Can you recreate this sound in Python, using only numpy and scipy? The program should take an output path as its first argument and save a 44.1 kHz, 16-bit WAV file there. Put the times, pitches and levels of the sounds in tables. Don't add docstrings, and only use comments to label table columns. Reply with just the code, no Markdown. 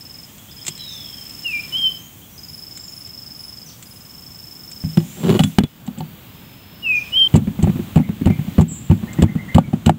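import sys
import numpy as np
from scipy import signal
from scipy.fft import rfft, irfft, next_fast_len
from scipy.io import wavfile
from scipy.ndimage import uniform_filter1d

SR = 44100
rng = np.random.default_rng(int(sys.argv[2]) if len(sys.argv) > 2 else 0)


def unload_audio(sound):
    columns = np.transpose(np.atleast_2d(sound))
    steps = np.round(np.clip(columns, -1, 1) * 32767)
    wavfile.write(sys.argv[1], SR, steps.astype(np.int16))


N = 440118
TIME = np.arange(N) / SR

# pitch_hz, level_db, ring_s (time to fade by 60 dB)
BENCH_MODES = [(76, -12, 0.077), (100.9, 30, 0.12), (127, -6, 0.05)]
BOOM_MODES = [(155.6, 2, 0.11), (199, 4.5, 0.077), (247, -0.5, 0.067), (340, -8, 0.089),
              (412.6, -18, 0.098)]
KNOCK_MODES = [(567, -7, 0.037), (770, -1, 0.032), (880, -4, 0.025), (1151, -13, 0.034), (1344, -20, 0.019)]
CLAY_MODES = [(1440, -10.5, 0.17), (2010, -31, 0.021), (2960, 12, 0.029), (3400, -3, 0.083)]
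# pitch_hz, level_db
GARDEN_COLOUR = [(15, -43), (25, -7), (113, 4), (198, 1.5), (297, -4.5), (421, -11), (537, -12),
                 (1110, -14), (1900, -18.5), (3170, -15), (3440, -16), (5430, -30), (7300, -25),
                 (10600, -34), (15500, -20.5)]
CRACK_COLOUR = [(700, -2.5), (1200, -2), (2000, 1.5), (3000, 0), (4200, 0), (5500, -14), (8000, -14)]


def from_db(db):
    return 10 ** (np.asarray(db) / 20)


def unit_level(x):
    return x / np.sqrt(np.mean(x ** 2) + 1e-20)


def in_time(rows, t=TIME):
    times, *columns = np.transpose(rows)
    return [np.interp(t, times, column) for column in columns]


def add(out, start_s, sound):
    at = min(max(round(start_s * SR), 0), N)
    out[at:at + len(sound)] += sound[:N - at]


def fade(t, fade_in, fade_out):
    return np.clip(np.minimum(t / fade_in, (t[-1] - t) / fade_out), 0, 1)


def noise(colour, low_hz=20, high_hz=16500):
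    size = next_fast_len(N)
    hz = np.maximum(np.fft.rfftfreq(size, 1 / SR), 1)
    points_hz, db = np.transpose(colour)
    gain = from_db(np.interp(np.log(hz), np.log(points_hz), db))
    gain /= np.sqrt((1 + (low_hz / hz) ** 20) * (1 + (hz / high_hz) ** 20))
    return unit_level(irfft(rfft(rng.standard_normal(size)) * gain)[:N])


def tone(hz, waver, waver_hz):
    wobble = np.interp(TIME[:len(hz)] * waver_hz, np.arange(SR // 20), rng.standard_normal(SR // 20))
    return np.sqrt(2) * np.sin(2 * np.pi * np.cumsum(hz * (1 + waver * wobble)) / SR)


def garden():
    # time_s, level_db
    murmur_curve = [(0.0, -57), (1.55, -55), (1.75, -51), (2.11, -57), (4.81, -56.5), (5.37, -51.5),
                    (5.64, -58), (5.86, -48), (6.06, -52.5), (6.64, -55), (7.37, -48.5), (8.92, -49.5),
                    (9.09, -44.5), (9.98, -44.5)]
    leaf_curve = [(0.0, -55), (0.61, -54), (0.86, -51.5), (1.42, -51), (1.72, -48), (2.14, -56),
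                  (4.75, -56.5), (5.31, -46), (5.58, -51.5), (6.87, -53), (7.06, -47.5), (7.37, -49),
                  (9.53, -47.5), (9.98, -48)]
    insect_curve = [(0.0, -58.5), (1.8, -54), (2.06, -59), (4.67, -59), (5.14, -53.5), (5.45, -53),
                    (5.61, -61), (5.86, -62.5), (6.06, -63.5), (6.75, -67), (7.09, -59), (8.26, -60),
                    (8.73, -59.5), (9.98, -57)]
    hiss_curve = [(0.0, -52.5), (1.88, -46.5), (2.14, -50), (3.57, -52.5), (5.4, -48.5), (5.58, -52),
                  (5.84, -51), (6.06, -50.5), (6.67, -54), (7.01, -50.5), (9.1, -50.5), (9.5, -52)]
    edges_hz = [20, 380, 1700, 5200, 11300, 16500]
    curves = murmur_curve, leaf_curve, insect_curve, hiss_curve
    murmur, leaves, insects, hiss = (in_time(curve)[0] for curve in curves)
    rumble = -42.5 + 0.85 * (murmur - murmur.mean())
    levels_db = [rumble, murmur + 2, leaves + 2, insects + 7.5, hiss + 4.5]
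    bands = zip(levels_db, edges_hz, edges_hz[1:])
    return sum(from_db(db) * noise(GARDEN_COLOUR, low, high) for db, low, high in bands)


def insect():
    # start_s, length_s, level_db
    rasps = [(2.45, 0.22, -54), (2.883, 0.2, -53), (3.34, 0.21, -52), (3.83, .19, -52.5),
             (5.337, 0.19, -49)]
    level = np.zeros(N)
    for start_s, length_s, db in rasps:
        add(level, start_s, from_db(db) * np.hanning(int(length_s * SR)) ** .5)
    band = signal.butter(2, [10100, 10550], "band", fs=SR, output="sos")
    return level * unit_level(signal.sosfilt(band, rng.standard_normal(N)))


def among_trees(sound, echo_db, ring_s, count=300):
    delays_s = rng.uniform(.004, .45, count)
    echoes = np.zeros(SR // 2)
    echoes[(delays_s * SR).astype(int)] = rng.standard_normal(count) * from_db(-60 * delays_s / ring_s)
    return sound + from_db(echo_db) * signal.oaconvolve(sound, echoes / np.linalg.norm(echoes))[:N]


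def far_calls():
    # start_s, length_s, start_hz, middle_hz, end_hz, level_db, change_db, buzz (share of pitch)
    calls = [(0.771, 0.46, 4136, 3410, 3150, -36, -16.5, 0.011),
             (1.982, 0.1, 5900, 6620, 6750, -51.5, -3, 0.004),
             (2.299, 0.16, 5600, 6300, 7000, -55.5, -3, .005),
             (2.71, 0.18, 6450, 7520, 6500, -55.5, 7, 0.0038),
             (5.01, .32, 6280, 7600, 6760, -54, 7, 0.0061), (0.898, 0.046, 6500, 6120, 6000, -44, -6, .04),
             (3.658, 0.055, 6200, 5150, 2420, -39, -13, 0.027),
             (6.949, 0.03, 6400, 5700, 3500, -44.5, -1, .04),
             (8.679, 0.067, 7660, 7540, 7180, -31.5, 1, 0.038)]
    out = np.zeros(N)
    for start_s, length_s, start_hz, middle_hz, end_hz, db, change_db, buzz in calls:
        t = TIME[:int(length_s * SR)]
        arc = np.polyfit([0, .5, 1], [start_hz, middle_hz, end_hz], 2)
        level = from_db(db + change_db * t / length_s) * fade(t, 0.1 * length_s, .007)
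        add(out, start_s, level * tone(np.polyval(arc, t / length_s), buzz, waver_hz=928))
    return out


def far_pips(every_s=.102, length_s=0.032, rise_share=0.145):
    # start_s, end_s, pitch_hz, level_db, swell_db_per_s
    runs = [(0.275, .82, 3087, -50, 20), (2.213, 2.25, 2960, -49, 0), (8.025, 8.06, 1967, -39.5, -3),
            (8.293, 8.33, 2110, -34, 0), (9.071, 9.53, 1868, -38, 20), (9.63, 9.655, 2120, -38, 0)]
    out, t = np.zeros(N), TIME[:int(length_s * SR)]
    for start_s, end_s, hz, db, swell in runs:
        for at_s in np.arange(start_s, end_s, every_s):
            note = tone(hz * (1 + rise_share * t / length_s), waver=0.048, waver_hz=392)
            add(out, at_s, from_db(db + swell * (at_s - start_s)) * fade(t, .007, .007) * note)
    return out


def trill(start_s, end_s, base_rate, base_hz, db, swell, fall_hz=378, chirp_s=0.0086):
    out = np.zeros(N)
    t = np.arange(0, end_s - start_s, 1 / SR)
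    slow_start, tiring = 9.26 * np.exp(-t / .233), 3.76 * t
    pairs_per_s = base_rate - slow_start - tiring
    pairs_sung = np.cumsum(pairs_per_s) / SR
    pair_starts = np.searchsorted(pairs_sung, np.arange(pairs_sung[-1]))
    level_db = db + swell * t - 3.5 * np.exp(-np.minimum(t, t[-1] - t) / 0.048)
    for i in pair_starts[start_s + t[pair_starts] >= 0]:
        top_hz = base_hz + 28 * (pairs_per_s[i] - 23)
        for delay_s, length_s, drop_hz in ((0, chirp_s, fall_hz), (0.011, chirp_s * 1.23, fall_hz * 0.7)):
            progress = np.linspace(0, 1, int(length_s * SR))
            pitch_chance, uneven_db = rng.standard_normal(2)
            hz = top_hz + 25 * pitch_chance - drop_hz * progress ** 1.87
            chirp = fade(progress, .17, .17) * np.sin(2 * np.pi * np.cumsum(hz) / SR)
            add(out, start_s + t[i] + delay_s, from_db(level_db[i] + uneven_db) * chirp)
    return out


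def whistle(overtone_db=-40.5, waver=0.0081):
    # time_s, pitch_hz, level_db
    notes = [
        [(1.44, 2960, -37), (1.46, 2840, -21), (1.524, 2500, -31), (1.532, 2415, -23.5), (1.586, 2328, -24),
         (1.61, 2550, -28)],
        [(1.717, 2940, -37), (1.725, 2999, -31.5), (1.753, 3040, -17.5), (1.779, 3240, -24), (1.867, 3082, -14),
         (1.915, 3100, -30.5)],
        [(6.82, 2860, -44), (6.836, 2940, -29), (6.87, 2625, -19), (6.924, 2480, -15.5), (6.978, 2436, -15.5),
         (7.0, 2380, -35)],
        [(7.117, 2860, -38), (7.133, 2950, -22), (7.179, 3182, -11.5), (7.231, 3146, -10.5),
         (7.259, 3087, -17.5), (7.277, 3140, -23)],
    ]
    out = np.zeros(N)
    for note in notes:
        t = np.arange(note[0][0], note[-1][0], 1 / SR)
        hz, db = in_time(note, t)
        voice = tone(hz, waver, waver_hz=204.5) + from_db(overtone_db) * tone(3 * hz, waver, waver_hz=200)
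        add(out, t[0], from_db(db) * fade(t - t[0], .007, .007) * voice)
    return out


def birds(cut_s=7.277):
    # start_s, end_s, base_pairs_per_s, base_pitch_hz, level_db, swell_db_per_s, echo_db
    bouts = [(-1.08, .255, 27, 5296, -34, 1, -7), (.511, 1.973, 27.14, 5296, -33, 1, -4),
             (2.378, 3.643, 26.69, 5296, -31, .3, -8), (3.856, 4.999, 27.27, 5296, -37.5, 6, -7),
             (5.68, 5.82, 28, 5330, -52, -50, 2), (5.68, 6.1, 22, 4850, -57, 8, 0),
             (6.28, 7.27, 26.5, 5300, -55, 10, 2), (6.62, 7.27, 22, 4850, -60, 7, 0)]
    trills = sum(among_trees(trill(*bout), echo_db, ring_s=.22) for *bout, echo_db in bouts)
    whistles = among_trees(whistle(), echo_db=-8.5, ring_s=0.46, count=120)
    calls = among_trees(far_calls(), echo_db=1.5, ring_s=0.48)
    pips = among_trees(far_pips(), echo_db=0, ring_s=0.45)
    before_cut = np.clip((cut_s - TIME) / 0.0023, 0, 1)
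    return (from_db(-0.55) * trills + whistles) * before_cut + calls + from_db(-2) * pips


def struck(modes, contact_s, scatter_db=7.5, detune=0.015, ring_factor=1):
    t = TIME[:SR // 5]
    ring = np.zeros(len(t))
    for k, (hz, db, ring_s) in enumerate(modes):
        level_chance, pitch_chance = rng.standard_normal(2)
        level = from_db(db + scatter_db * level_chance - 60 * t / (ring_s * ring_factor))
        ring += (-1) ** k * level * np.sin(2 * np.pi * hz * (1 + detune * pitch_chance) * t)
    push = np.sin(np.linspace(0, np.pi, max(int(contact_s * SR), 3)))
    ring = signal.fftconvolve(ring, push)[:len(t)]
    return ring / np.std(ring[:SR * 3 // 100])


def grainy(depth_db):
    return from_db(depth_db * unit_level(uniform_filter1d(rng.standard_normal(N), size=40)))


def snaps(bursts, crack_db, fizz_db, clay_db, ring_s, grain_db, low_hz=300, rise_s=0.00035):
    # pitch_hz, level_db
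    fizz_colour = [(3500, -1), (5500, -2.5), (7600, 19.5), (10000, -7), (15000, -11.5)]
    level, clay = np.zeros((2, N))
    t = TIME[:SR // 6]
    for start_s, db in bursts:
        add(level, start_s, from_db(db - 60 * t / ring_s) * (1 - np.exp(-t / rise_s)))
        add(clay, start_s, from_db(db + clay_db) * struck(CLAY_MODES, contact_s=.0001, detune=0.00095))
    level *= grainy(grain_db)
    crack = from_db(crack_db) * noise(CRACK_COLOUR, low_hz)
    fizz = from_db(fizz_db) * noise(fizz_colour)
    return level * (crack + fizz) + clay


def blows(contacts, shudder_db, shudder_s, mash_db, mash_s=0.1):
    # pitch_hz, level_db
    shudder_colour = [(50, -19), (90, -8), (160, 5), (230, 3.5), (320, -24), (450, -32), (800, -30),
                      (1500, -126)]
    mash_colour = [(250, -13), (450, 10.5), (800, 2), (1500, -5), (2600, -4), (4500, -31), (9000, -24)]
    out, shudder_power, mash_power = np.zeros((3, N))
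    t = TIME[:SR // 2]
    for start_s, boom_db, bench_db, knock_db, ring_factor, contact_s in contacts:
        bench = struck(BENCH_MODES, contact_s=0.0058, scatter_db=13)
        boom = struck(BOOM_MODES, contact_s, scatter_db=4.5, detune=0.048, ring_factor=ring_factor)
        knock = struck(KNOCK_MODES, 0.00048, scatter_db=3.5, detune=0.029, ring_factor=ring_factor)
        for db, sound in (bench_db, bench), (boom_db, boom), (knock_db - 11, knock):
            add(out, start_s, from_db(db) * sound)
        shudder_level = from_db(boom_db + shudder_db - 60 * t / (shudder_s * ring_factor))
        mash_level = from_db(boom_db + mash_db - 60 * t / mash_s)
        add(shudder_power, start_s, shudder_level ** 2 * (1 - np.exp(-t / 0.0042)))
        add(mash_power, start_s, mash_level ** 2 * (1 - np.exp(-t / 0.0021)))
    shudder = np.sqrt(shudder_power) * noise(shudder_colour)
    mash = np.sqrt(mash_power) * noise(mash_colour) * grainy(depth_db=4)
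    return out + shudder + mash


def handling():
    # start_s, boom_db, bench_db, knock_db, clink_db, ring_factor, contact_s
    bumps = [(.681, -37, -53, -37, -62, 1.4, .001), (4.838, -24.5, -22.5, -68, -65, 4.4, 0.0069),
             (4.972, -10.5, -27, -31, -33.5, 1.3, 0.0059), (5.002, -32, -41, -34, -44, 6.6, 0.0017),
             (5.392, -12.5, -26, -12.5, -20.5, 1.5, 0.002), (5.404, -17, -33, -19, -31, 1.0, 0.0017),
             (5.436, -16, -23, -44, -23, 2.46, .0045), (5.585, -2, -35, -6.5, -18, 0.54, 0.00071),
             (5.604, -10, -39, -32, -42, 0.83, 0.00055), (5.636, -10, -35, -35, -26, 0.49, 0.0013),
             (5.876, -22.5, -62, -27.5, -43, 1.9, .0019), (5.976, -27, -57.5, -35, -52, 5, 0.003),
             (6.005, -26.5, -52, -20.5, -40, 2.4, 0.0012)]
    # start_s, level_db
    ticks = [(0.3805, -30), (0.6494, -24), (0.6654, -10.5), (0.68, -6.5), (0.7764, -25), (1.2945, -28),
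             (2.7736, -21), (3.0714, -31), (3.825, -21), (4.7142, -23.5), (5.436, -11.5), (5.8646, -26),
             (5.984, -24), (7.359, -8), (7.626, -14.5), (8.609, -11), (9.131, -22), (9.2219, -18),
             (9.864, -17)]
    contacts, clinks = [], []
    for start_s, boom_db, bench_db, knock_db, clink_db, ring_factor, contact_s in bumps:
        contacts.append((start_s, boom_db, bench_db, knock_db, ring_factor, contact_s))
        clinks.append((start_s, clink_db))
    return (blows(contacts, shudder_db=3, shudder_s=0.068, mash_db=-18.5)
            + snaps(clinks, crack_db=7.5, fizz_db=-4, clay_db=-5, ring_s=0.025, grain_db=4.5)
            + snaps(ticks, crack_db=-16, fizz_db=-10, clay_db=-45, ring_s=0.047, grain_db=2,
                    low_hz=1970, rise_s=0.00078))


def drag(slips_per_s=90):
    # time_s, force_db
    force_curve = [(5.17, -38.5), (5.25, -18), (5.305, -13), (5.365, -15.5), (5.385, -53)]
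    # pitch_hz, level_db
    scuff_colour = [(200, -16), (290, 0), (380, 7), (500, -7.5), (700, -10.5), (1100, -15), (2000, -54)]
    out, rub = np.zeros((2, N))
    burst = np.exp(-TIME[:SR // 20] / 0.0085)
    for start_s in np.arange(force_curve[0][0], force_curve[-1][0], 1 / slips_per_s):
        late_s, uneven_db = rng.standard_normal(2) * [0.2 / slips_per_s, 2.5]
        force = from_db(in_time(force_curve, start_s)[0] + uneven_db)
        boom = from_db(-3) * struck(BOOM_MODES, contact_s=0.00052, scatter_db=1, detune=0.057)
        bench = from_db(-17) * struck(BENCH_MODES, contact_s=0.0015)
        knock = from_db(-29) * struck(KNOCK_MODES, contact_s=0.00049, detune=0.11)
        clay = from_db(-27) * struck(CLAY_MODES, contact_s=.0001, detune=0.0055)
        add(out, start_s + late_s, force * (boom + bench + knock + clay))
        add(rub, start_s + late_s, force * burst)
    scuff = from_db(-2) * noise(scuff_colour)
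    grit = from_db(-17.5) * noise(CRACK_COLOUR)
    return out + rub * (scuff + grit)


def pounding(bottom_s=0.01336, rock_s=.131, sway_db=-24.5, sway_s=3.9, ring_factor=0.94, contact_s=.0016):
    # start_s, force_db, weight_db (on the bench), crunch_db, bounce_after_s, bounce_db,
    # bounce_knock_db, rock_back_db
    strokes = [(7.34, -5, 0, -28, 0.031, -10, -26, -14),
               (7.626, -14.5, 8.5, -34.5, .045, -13.5, -20, -21.5),
               (7.958, -6.5, 0.5, -31, 0.039, -12, -21, -16),
               (8.257, -9, 5.5, -30.5, 0.043, -11.5, -27, -18),
               (8.582, -7, 7.5, -37, 0.028, -7, -14, -23.5), (8.898, -8.5, 7.5, -47, .022, -12, -34, -18.5),
               (9.221, -5.5, 6.5, -21.5, 0.067, -22, -42, -11.5), (9.546, -4, 5, -18.5, .035, -4, 5, -21),
               (9.861, -5, 4, -14, 0.032, -3.5, 7.5, -36)]
    # start_s, force_db, knock_db
    taps = [(7.589, -14.5, -29), (7.691, -15.5, -45), (7.791, -21.5, -46), (8.212, -16, -36),
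            (8.478, -23.5, -37), (9.186, -12.5, -25), (9.731, -7.5, -12.5)]
    hits, crunches = [], []
    sway_power = np.zeros(N)
    for start_s, force, weight, crunch, bounce_s, bounce, knock, rock in strokes:
        hits += [(start_s, force - 1, force + weight - 5, force - 20),
                 (start_s + bottom_s, force - 0.5, force + weight - 7, force - 6),
                 (start_s + bounce_s, bounce, bounce - 11, knock),
                 (start_s + rock_s, rock, rock - 13, rock - 21)]
        crunches += [(start_s, crunch), (start_s + bottom_s, force - 24),
                     (start_s + bounce_s, 1.04 * knock - 25)]
        add(sway_power, start_s, from_db(force + sway_db - 60 * TIME[:3 * SR] / sway_s) ** 2)
    for start_s, force, knock in taps:
        hits.append((start_s, force, force - 15, knock))
        crunches.append((start_s, knock - 22))
    contacts = [(*hit, ring_factor, contact_s) for hit in hits]
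    return (blows(contacts, shudder_db=-5.5, shudder_s=0.37, mash_db=-16.5)
            + snaps(crunches, crack_db=2.5, fizz_db=-2, clay_db=-11, ring_s=0.033, grain_db=2.5,
                    rise_s=0.0013)
            + np.sqrt(sway_power) * noise(GARDEN_COLOUR, high_hz=352))


def scene():
    return (pounding() + handling() + drag() + birds() + insect() + garden())[None]


def record(dry, threshold_db=0.5, release_db_per_s=11.5, attack_s=0.0039, bass_hz=55, top_hz=15700):
    heard = signal.sosfilt(signal.butter(2, bass_hz, "high", fs=SR, output="sos"), dry)
    over_db = np.maximum(20 * np.log10(np.abs(heard[0]) + 1e-9) - threshold_db, 0)
    recovery_db = release_db_per_s * TIME
    held_db = np.maximum.accumulate(over_db + recovery_db) - recovery_db
    smoothing = np.exp(-1 / (attack_s * SR))
    limited = heard * from_db(-signal.lfilter([1 - smoothing], [1, -smoothing], held_db))
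    clipped = limited / (1 + limited ** 8) ** (1 / 8)
    return signal.sosfilt(signal.ellip(12, .1, 80, top_hz, fs=SR, output="sos"), clipped)


dry = scene()
out = record(dry)
unload_audio(out)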